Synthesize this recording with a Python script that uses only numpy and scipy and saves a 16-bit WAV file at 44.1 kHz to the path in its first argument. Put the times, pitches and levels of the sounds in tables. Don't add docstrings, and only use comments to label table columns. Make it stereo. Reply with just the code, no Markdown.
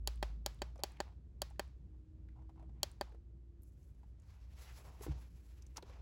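import sys
import numpy as np
from scipy import signal
from scipy.fft import rfft, irfft
from scipy.io import wavfile
from scipy.ndimage import uniform_filter1d

SR = 44100
rng = np.random.default_rng(int(sys.argv[2]) if len(sys.argv) > 2 else 0)


def output_pcm(signal):
    pcm = np.clip(np.atleast_2d(signal).T, -1, 1) * 32767
    wavfile.write(sys.argv[1], SR, np.round(pcm).astype(np.int16))


def volts_from_db(level):
    exponent = np.asarray(level, float) / 20
    return 10 ** exponent


N = 265041


def ramp(seconds):
    return np.arange(int(seconds * SR)) / SR


def curve(rows):
    s, *columns = np.transpose(rows)
    return [np.interp(np.arange(N) / SR, s, c) for c in columns]


def colour(x, points):
    hz, db = np.transpose(points)
    f = np.maximum(np.fft.rfftfreq(x.shape[-1], 1 / SR), 1)
    gain_db = np.interp(np.log(f), np.log(hz), db)
    return irfft(rfft(x) * volts_from_db(gain_db), x.shape[-1])


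def band(x, lo_hz, hi_hz, order=2):
    sos = signal.butter(order, [lo_hz, min(hi_hz, 0.45 * SR)], "band", fs=SR, output="sos")
    y = signal.sosfilt(sos, x)
    return y / np.sqrt(np.mean(y ** 2))


def high_pass(x, hz, order=1):
    return signal.sosfilt(signal.butter(order, hz, "high", fs=SR, output="sos"), x)


def noise(alike_hz, size=N):
    mid, side = rng.standard_normal((2, size))
    side = high_pass(side, alike_hz)
    return np.array([mid + side, mid - side]) / np.sqrt(2)


def walk(rate_hz):
    k = int(SR / rate_hz)
    held = np.repeat(rng.standard_normal(N // k + 1), k)
    return 1.2 * uniform_filter1d(held, k)[:N]


def tone(hz):
    return np.sqrt(2) * np.sin(2 * np.pi * np.cumsum(hz) / SR)


def jerks(size_db):
    return volts_from_db(size_db * rng.exponential(size=N) + 2.0 * walk(70))


def add(out, start_s, sound):
    i = int(start_s * SR)
    out[:, i:i + sound.shape[1]] += sound[:, :N - i]


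def strokes(rows, lift_db):
    rise_share, fade_db = 0.19, -9.5
    power, t = 0, np.arange(N) / SR
    for (start_s, length_s, level_db, _), lift in zip(rows, lift_db):
        at = (t - start_s) / length_s
        swell = np.clip(at / rise_share, 0, 1)
        fade = volts_from_db(fade_db * np.clip(at - rise_share, 0, 2) ** 2) * np.clip(4 - 3 * at, 0, 1)
        power = power + (volts_from_db(level_db + lift) * swell * fade) ** 2
    return np.sqrt(power)


def bursts(rows, width, lift_db, t60_s):
    out, t = np.zeros((2, N)), ramp(0.091)
    rise = np.clip(t / 0.0013, 0, 1)
    for start_s, level_db, pitch_hz, pan_db in rows:
        slip = band(noise(870, size=len(t)), pitch_hz / width, pitch_hz * width, order=1)
        slip = slip * volts_from_db(-60 * t / t60_s)
        port_db = np.array([[pan_db], [-pan_db]]) / 2
        add(out, start_s, slip * rise * volts_from_db(level_db + lift_db + port_db))
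    return out


def ring(modes, lag_ms, rise_ms):
    hz, level_db, t60_s, pan_db = np.transpose(modes)[:, :, None]
    detune, uneven_db = rng.standard_normal((2, len(modes), 1)) * [[[0.006]], [[1.2]]]
    both = []
    for side in (0.5, -0.5):
        t = np.maximum(ramp(0.08) - 0.0005 - side * lag_ms / 1000, 0)
        wave = np.sin(2 * np.pi * hz * (1 + detune) * t) * volts_from_db(-60 * t / t60_s)
        wave = wave * (1 - np.exp(-t * 1000 / rise_ms))
        both.append(np.sum(volts_from_db(level_db + side * pan_db + uneven_db) * wave, axis=0))
    return np.array(both) / np.max(np.abs(both))


# pitch_hz [Hz], width_hz [Hz], level_db [dB]
TREBLE_DIPS = [(9000, 520, -26.5), (13600, 900, -16.5)]


def dip_treble(x):
    f = np.fft.rfftfreq(x.shape[1], 1 / SR)
    dips_db = sum(db * np.exp(-((f - hz) / width_hz) ** 2) for hz, width_hz, db in TREBLE_DIPS)
    return irfft(rfft(x) * volts_from_db(dips_db), x.shape[1])


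# start_s [s], dome_db [dB], case_db [dB], rattle_ms [ms], room_db [dB]
PRESSES = [
    (0.074, -20.5, -40, 0.2, 0.5),
    (0.4616, -22, -36, 0.86, 1),
    (0.8354, -20.5, -34.5, 0.43, 2),
    (1.4183, -22.5, -36, 0.31, -0.5),
    (2.8312, -17, -36.5, 0.83, 0),
]
# start_s [s], dome_db [dB], case_db [dB], rattle_ms [ms], room_db [dB]
RELEASES = [
    (0.2268, -33.5, -33, 1.84, 3.5),
    (0.618, -34.5, -33, 8.7, -1),
    (1.0024, -34.5, -32, 2.5, -1),
    (1.5945, -32.5, -32.5, 1.8, -1),
    (3.0105, -33.5, -32, 1.7, -1.5),
]


def button():
    table_ms, table_db = 5.2, -8
    press_push_ms, release_push_ms = 0.4, 0.17
    out = np.zeros((2, N))
    clicks = [(*row, press_push_ms) for row in PRESSES] + [(*row, release_push_ms) for row in RELEASES]
    for start_s, dome_db, case_db, rattle_ms, room_db, push_ms in clicks:
        dome = volts_from_db(dome_db + 8) * dome_snap(rattle_ms)
        case = volts_from_db(case_db + 9) * case_ring(push_ms)
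        add(out, start_s + 0.0001, case - dome)
        add(out, start_s + table_ms / 1000, volts_from_db(table_db) * (case + 0.25 * dome))
        add(out, start_s + 0.0012, room(room_db, case_db - dome_db))
    return out


# [dB, left minus right]
DOME_MODES = [(1750, -16.5, .007, 2.5), (3244, -11, 0.017, -3), (4560, -10, 0.022, 4),
              (4790, -7.5, .008, 7.5), (5470, -10, 0.014, 11), (6820, -4, 0.0071, -0.5),
              (7500, -0.5, 0.0028, 1.5), (8590, -5, .004, 12.5), (10695, 0, 0.0027, 0),
              (11630, -7, .003, -1.5), (14300, -4, .003, -1.5), (15200, -6, .003, -0.5)]


def dome_snap(rattle_ms):
    t = ramp(0.0049)
    rattle = rng.standard_normal(len(t)) ** 3 * np.exp(-t * 1000 / rattle_ms) * 0.03 * rattle_ms ** 2
    rattle[0] = 1
    rattle = signal.lfilter([1], [1, -np.clip(0.3 * rattle_ms, 0, 0.8)], rattle)
    dome = signal.fftconvolve(ring(DOME_MODES, lag_ms=0.265, rise_ms=0.023), rattle[None])
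    dome = 0.19 * dome + dip_treble(dome)
    return dome / np.max(np.abs(dome))


# [dB, left minus right]
CASE_MODES = [(367, -3.5, 0.019, -1.5), (434, -8.5, 0.022, -5.5), (600, 0.5, .02, -4), (697, -1, 0.017, -3),
              (811, 1, .018, 1), (957, -8.5, 0.0095, 6), (1200, -21, 0.015, 4), (1600, -11.5, .02, 11),
              (1772, -0.5, .012, 9), (2470, -4, 0.015, 2), (3150, -8, .011, -3.5)]


def case_ring(push_ms):
    t = ramp(0.0049)
    push = np.sin(np.pi * np.clip(t * 1000 / push_ms, 0, 1))
    case = signal.fftconvolve(ring(CASE_MODES, lag_ms=-0.12, rise_ms=0.66), push[None] / push.sum())
    return high_pass(case, 220)


# pitch_hz [Hz], level_db [dB]
ROOM_COLOUR = [(200, -10), (500, 5), (900, 6), (1700, 0.5), (3000, -3), (4500, -2.5), (7000, -11.5),
               (12000, -19), (16500, -18)]


def room(level_db, dark_db):
    near_db, near_t60_s, wall_t60_s = 14, 0.028, 0.36
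    t = ramp(0.45)
    wash = band(colour(noise(900, size=len(t)), ROOM_COLOUR), 150, 17000)
    wash = colour(dip_treble(wash), [(900, 0.1 * dark_db), (9000, -0.3 * dark_db)])
    decay = volts_from_db(near_db - 60 * t / near_t60_s) + volts_from_db(-60 * t / wall_t60_s)
    return volts_from_db(-58 + level_db) * wash * decay


# [dB, upper modes]
THUMB_SHIFTS = [(0.638, 0.075, -71, -26), (0.773, .07, -65, -10), (.88, 0.19, -71.5, -0.5),
                (1.05, 0.081, -71, -20), (1.89, 0.12, -87, -14), (2.278, 0.053, -92, 10),
                (2.35, 0.1, -72, -16), (2.487, 0.026, -69, -27), (2.561, 0.092, -70, -13),
                (2.728, 0.25, -77.5, -6), (3.049, .1, -69, -25)]


def thumb():
    upper_db = np.transpose(THUMB_SHIFTS)[3]
    slips = jerks(size_db=3.0) * noise(710)
    upper = band(slips, 1500, 2500)
    lower = band(slips, 640, 1050)
    return strokes(THUMB_SHIFTS, 0 * upper_db) * lower + strokes(THUMB_SHIFTS, upper_db) * upper


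# [dB, left minus right]
CREAK_SLIPS = [(0.757, -53, 600, -3), (0.791, -49.5, 537, -5), (1.124, -66, 731.6, 7),
               (1.507, -62.5, 866, -17), (2.361, -72, 840, 4), (2.389, -70, 870, 8), (2.42, -65, 852, 3),
               (2.493, -59.5, 770, 8), (2.558, -64.5, 674, 4), (2.595, -59, 800, 5), (2.625, -59, 659, 0),
               (2.692, -63.5, 743, 1), (3.12, -57, 478, -5), (3.145, -58, 474, 8.5), (4.031, -64, 853, 2),
               (5.008, -44.5, 416, -2), (5.035, -56, 1030, 21), (5.064, -41, 427, 3), (5.18, -67, 870, -17),
               (5.066, -47, 800, -5), (5.768, -53, 1270, -2), (5.776, -47, 350, 0),
               (5.778, -46.5, 919, -15), (5.826, -44.5, 403, -2), (5.896, -53, 513.5, 6.5)]


def creaks():
    return bursts(CREAK_SLIPS, width=1.05, lift_db=0.66, t60_s=0.05)


# [dB, left minus right]
TICK_SLIPS = [(0.174, -62, 2960, 7), (0.3894, -80, 3260, 2), (0.588, -59, 3060, 3), (0.7567, -66, 6400, -6),
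              (0.968, -56, 2300, -8), (2.595, -76, 1925, 1.5), (0.76, -84, 2280, 0), (0.778, -61, 5990, 0),
              (0.7941, -76, 2240, 4.5), (0.8011, -71, 4320, -22.5), (1.5589, -76, 1809, 26),
              (2.2865, -60.5, 1810, -0.5), (3.6198, -68, 11840, -13), (3.6323, -56.5, 11300, 0.5),
              (3.8285, -69.5, 6670, 0.5), (3.8894, -78, 3965, -1.5), (3.993, -78, 1766, 9),
              (4.1984, -66, 7110, -3), (4.2197, -68, 6830, 1), (5.6215, -54, 5880, 6.5),
              (5.6528, -68.5, 2210, -5), (5.665, -56, 6570, -2), (5.7695, -32.5, 5600, 1),
              (5.8243, -50.5, 3930, -4), (5.897, -62, 1972, -10)]


def ticks():
    return bursts(TICK_SLIPS, width=1.1, lift_db=-1.6, t60_s=0.024)


# start_s [s], level_db [dB], pitch_hz [Hz], t60_s [s]
KNOCK_MODES = [
    (5.065, -33.5, 350, 0.027),
    (5.081, -36.5, 310, 0.078),
    (5.091, -33.5, 140.7, 0.17),
    (5.099, -27, 77.6, 0.084),
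]


def knock():
    out = np.zeros((2, N))
    t = ramp(0.25)
    for start_s, level_db, pitch_hz, t60_s in KNOCK_MODES:
        swell = 1 - np.exp(-t * pitch_hz * 2.5)
        blow = np.sin(2 * np.pi * pitch_hz * t) * swell * volts_from_db(level_db - 60 * t / t60_s)
        add(out, start_s, np.array([blow, blow]))
    return out


# start_s [s], length_s [s], level_db [dB], bright_db [dB]
RUSTLE_STROKES = [(3.61, 0.13, -95.5, 12.5), (3.713, 0.34, -88.5, 7.5), (4.175, 0.55, -76.5, 1.5),
                  (4.549, 0.32, -64, 3.5), (4.756, 0.24, -73.5, -9.5), (4.907, 0.18, -69, 3),
                  (5.015, 0.044, -58.5, 6), (5.055, 0.13, -66, -1.5), (5.163, 0.12, -71.5, 3),
                  (5.238, 0.62, -78.5, 4.5), (5.759, 0.027, -56, 2), (5.782, 0.78, -69.5, -4.5)]


def rustle():
    bright_db = np.transpose(RUSTLE_STROKES)[3]
    slips = jerks(size_db=1.8)

    def fibres(lo_hz, hi_hz):
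        return volts_from_db(1.54 * walk(30)) * band(slips * noise(270), lo_hz, hi_hz)

    rub = fibres(394, 610) * volts_from_db(-5) + fibres(655, 1146)
    hiss = fibres(1170, 1585) * volts_from_db(-9) + fibres(1520, 2960) * volts_from_db(-2) + fibres(3240, 6250) * volts_from_db(-3.5)
    sizzle = strokes(RUSTLE_STROKES, -8.5 + 2 * bright_db) * fibres(5900, 15300)
    return strokes(RUSTLE_STROKES, -bright_db) * rub + strokes(RUSTLE_STROKES, 0 * bright_db) * hiss + sizzle


# start_s [s], level_db [dB], pitch_hz [Hz]
DRONE_TRACK = [(0.0, -45, 57.2), (0.17, -42.5, 56.8), (0.3, -42.5, 54.5), (0.58, -50.5, 52.27),
               (0.7, -50.5, 58.8), (0.87, -54.5, 60.4), (1.97, -54, 59.88), (2.09, -68, 60.7),
               (2.18, -53, 59.9), (4.33, -58.5, 59.9), (4.42, -53, 60), (5.06, -57, 59.4),
               (5.09, -45, 59.25), (5.44, -61, 59.9), (5.72, -56, 60.93), (5.84, -62, 66.4),
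               (5.93, -52, 60.8), (6.01, -52, 58.2)]


def drone():
    pan_db, lag_ms = 0.26, 0.033
    low_db, pitch_hz = curve(DRONE_TRACK)
    s = np.arange(N) / SR
    low = tone(pitch_hz * (1 + 0.029 * walk(25))) + 0.22 * band(noise(460), 50, 65)
    follow_db = 0.3 * (low_db - low_db.mean())
    sink_db = -0.43 * (s - 3)
    upper_db = -64 + follow_db + sink_db + 2.0 * walk(11)
    out = volts_from_db(low_db + 1.25 * walk(10)) * low + volts_from_db(upper_db) * band(noise(400), 50, 150)
    return np.array([out[0] * volts_from_db(pan_db), np.interp(s - lag_ms / 1000, s, out[1])])


# start_s [s], end_s [s], from_hz [Hz], to_hz [Hz], level_db [dB]
MOTOR_SPELLS = [
    (1.831, 2.749, 308, 326, -71.5),
    (3.103, 3.687, 339.3, 341, -75.5),
]


def whine():
    out, s = np.zeros((2, N)), np.arange(N) / SR
    for start_s, end_s, from_hz, to_hz, level_db in MOTOR_SPELLS:
        on = np.clip(np.minimum(s - start_s, end_s - s) / 0.074, 0, 1)
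        glide_hz = np.interp(s, [start_s, end_s], [from_hz, to_hz])
        out += on * volts_from_db(level_db + 1.2 * walk(5.84)) * tone(glide_hz)
    return out


# pitch_hz [Hz], level_db [dB per Hz]
AIR_COLOUR = [(24, -31.5), (40, -4), (79, -0.5), (118, -10.5), (164, -19.5), (206, -25.5), (316, -19.5),
              (396, -26.5), (690, -41), (933, -44.5), (6830, -57.5), (9010, -57.5), (16500, -79.5)]


def air():
    level_db = -73.5
    lull_s, lull_width_s, lull_db = 4.39, 0.24, -15.5
    hush = colour(noise(510), AIR_COLOUR)
    above = high_pass(hush, 200, order=4)
    murmur = colour(hush, [(90, -60), (130, 0), (500, 0), (900, -60)])
    lull = volts_from_db(lull_db * np.exp(-((np.arange(N) / SR - lull_s) / lull_width_s) ** 2))
    sway = volts_from_db(level_db + 0.9 * walk(2.5))
    return (hush + (lull - 1) * murmur) * sway / np.sqrt(np.mean(above ** 2))


def scene():
    handling = thumb() + creaks() + ticks() + knock()
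    return button() + handling + drone() + whine() + dip_treble(rustle() + air())


def top_cut(x):
    return signal.sosfilt(signal.butter(12, 17130, fs=SR, output="sos"), x)


def record(dry):
    cut = signal.ellip(6, 0.2, 50, 15950, fs=SR, output="sos")
    return top_cut(signal.sosfilt(cut, dry))


dry = scene()
out = record(dry)
output_pcm(out)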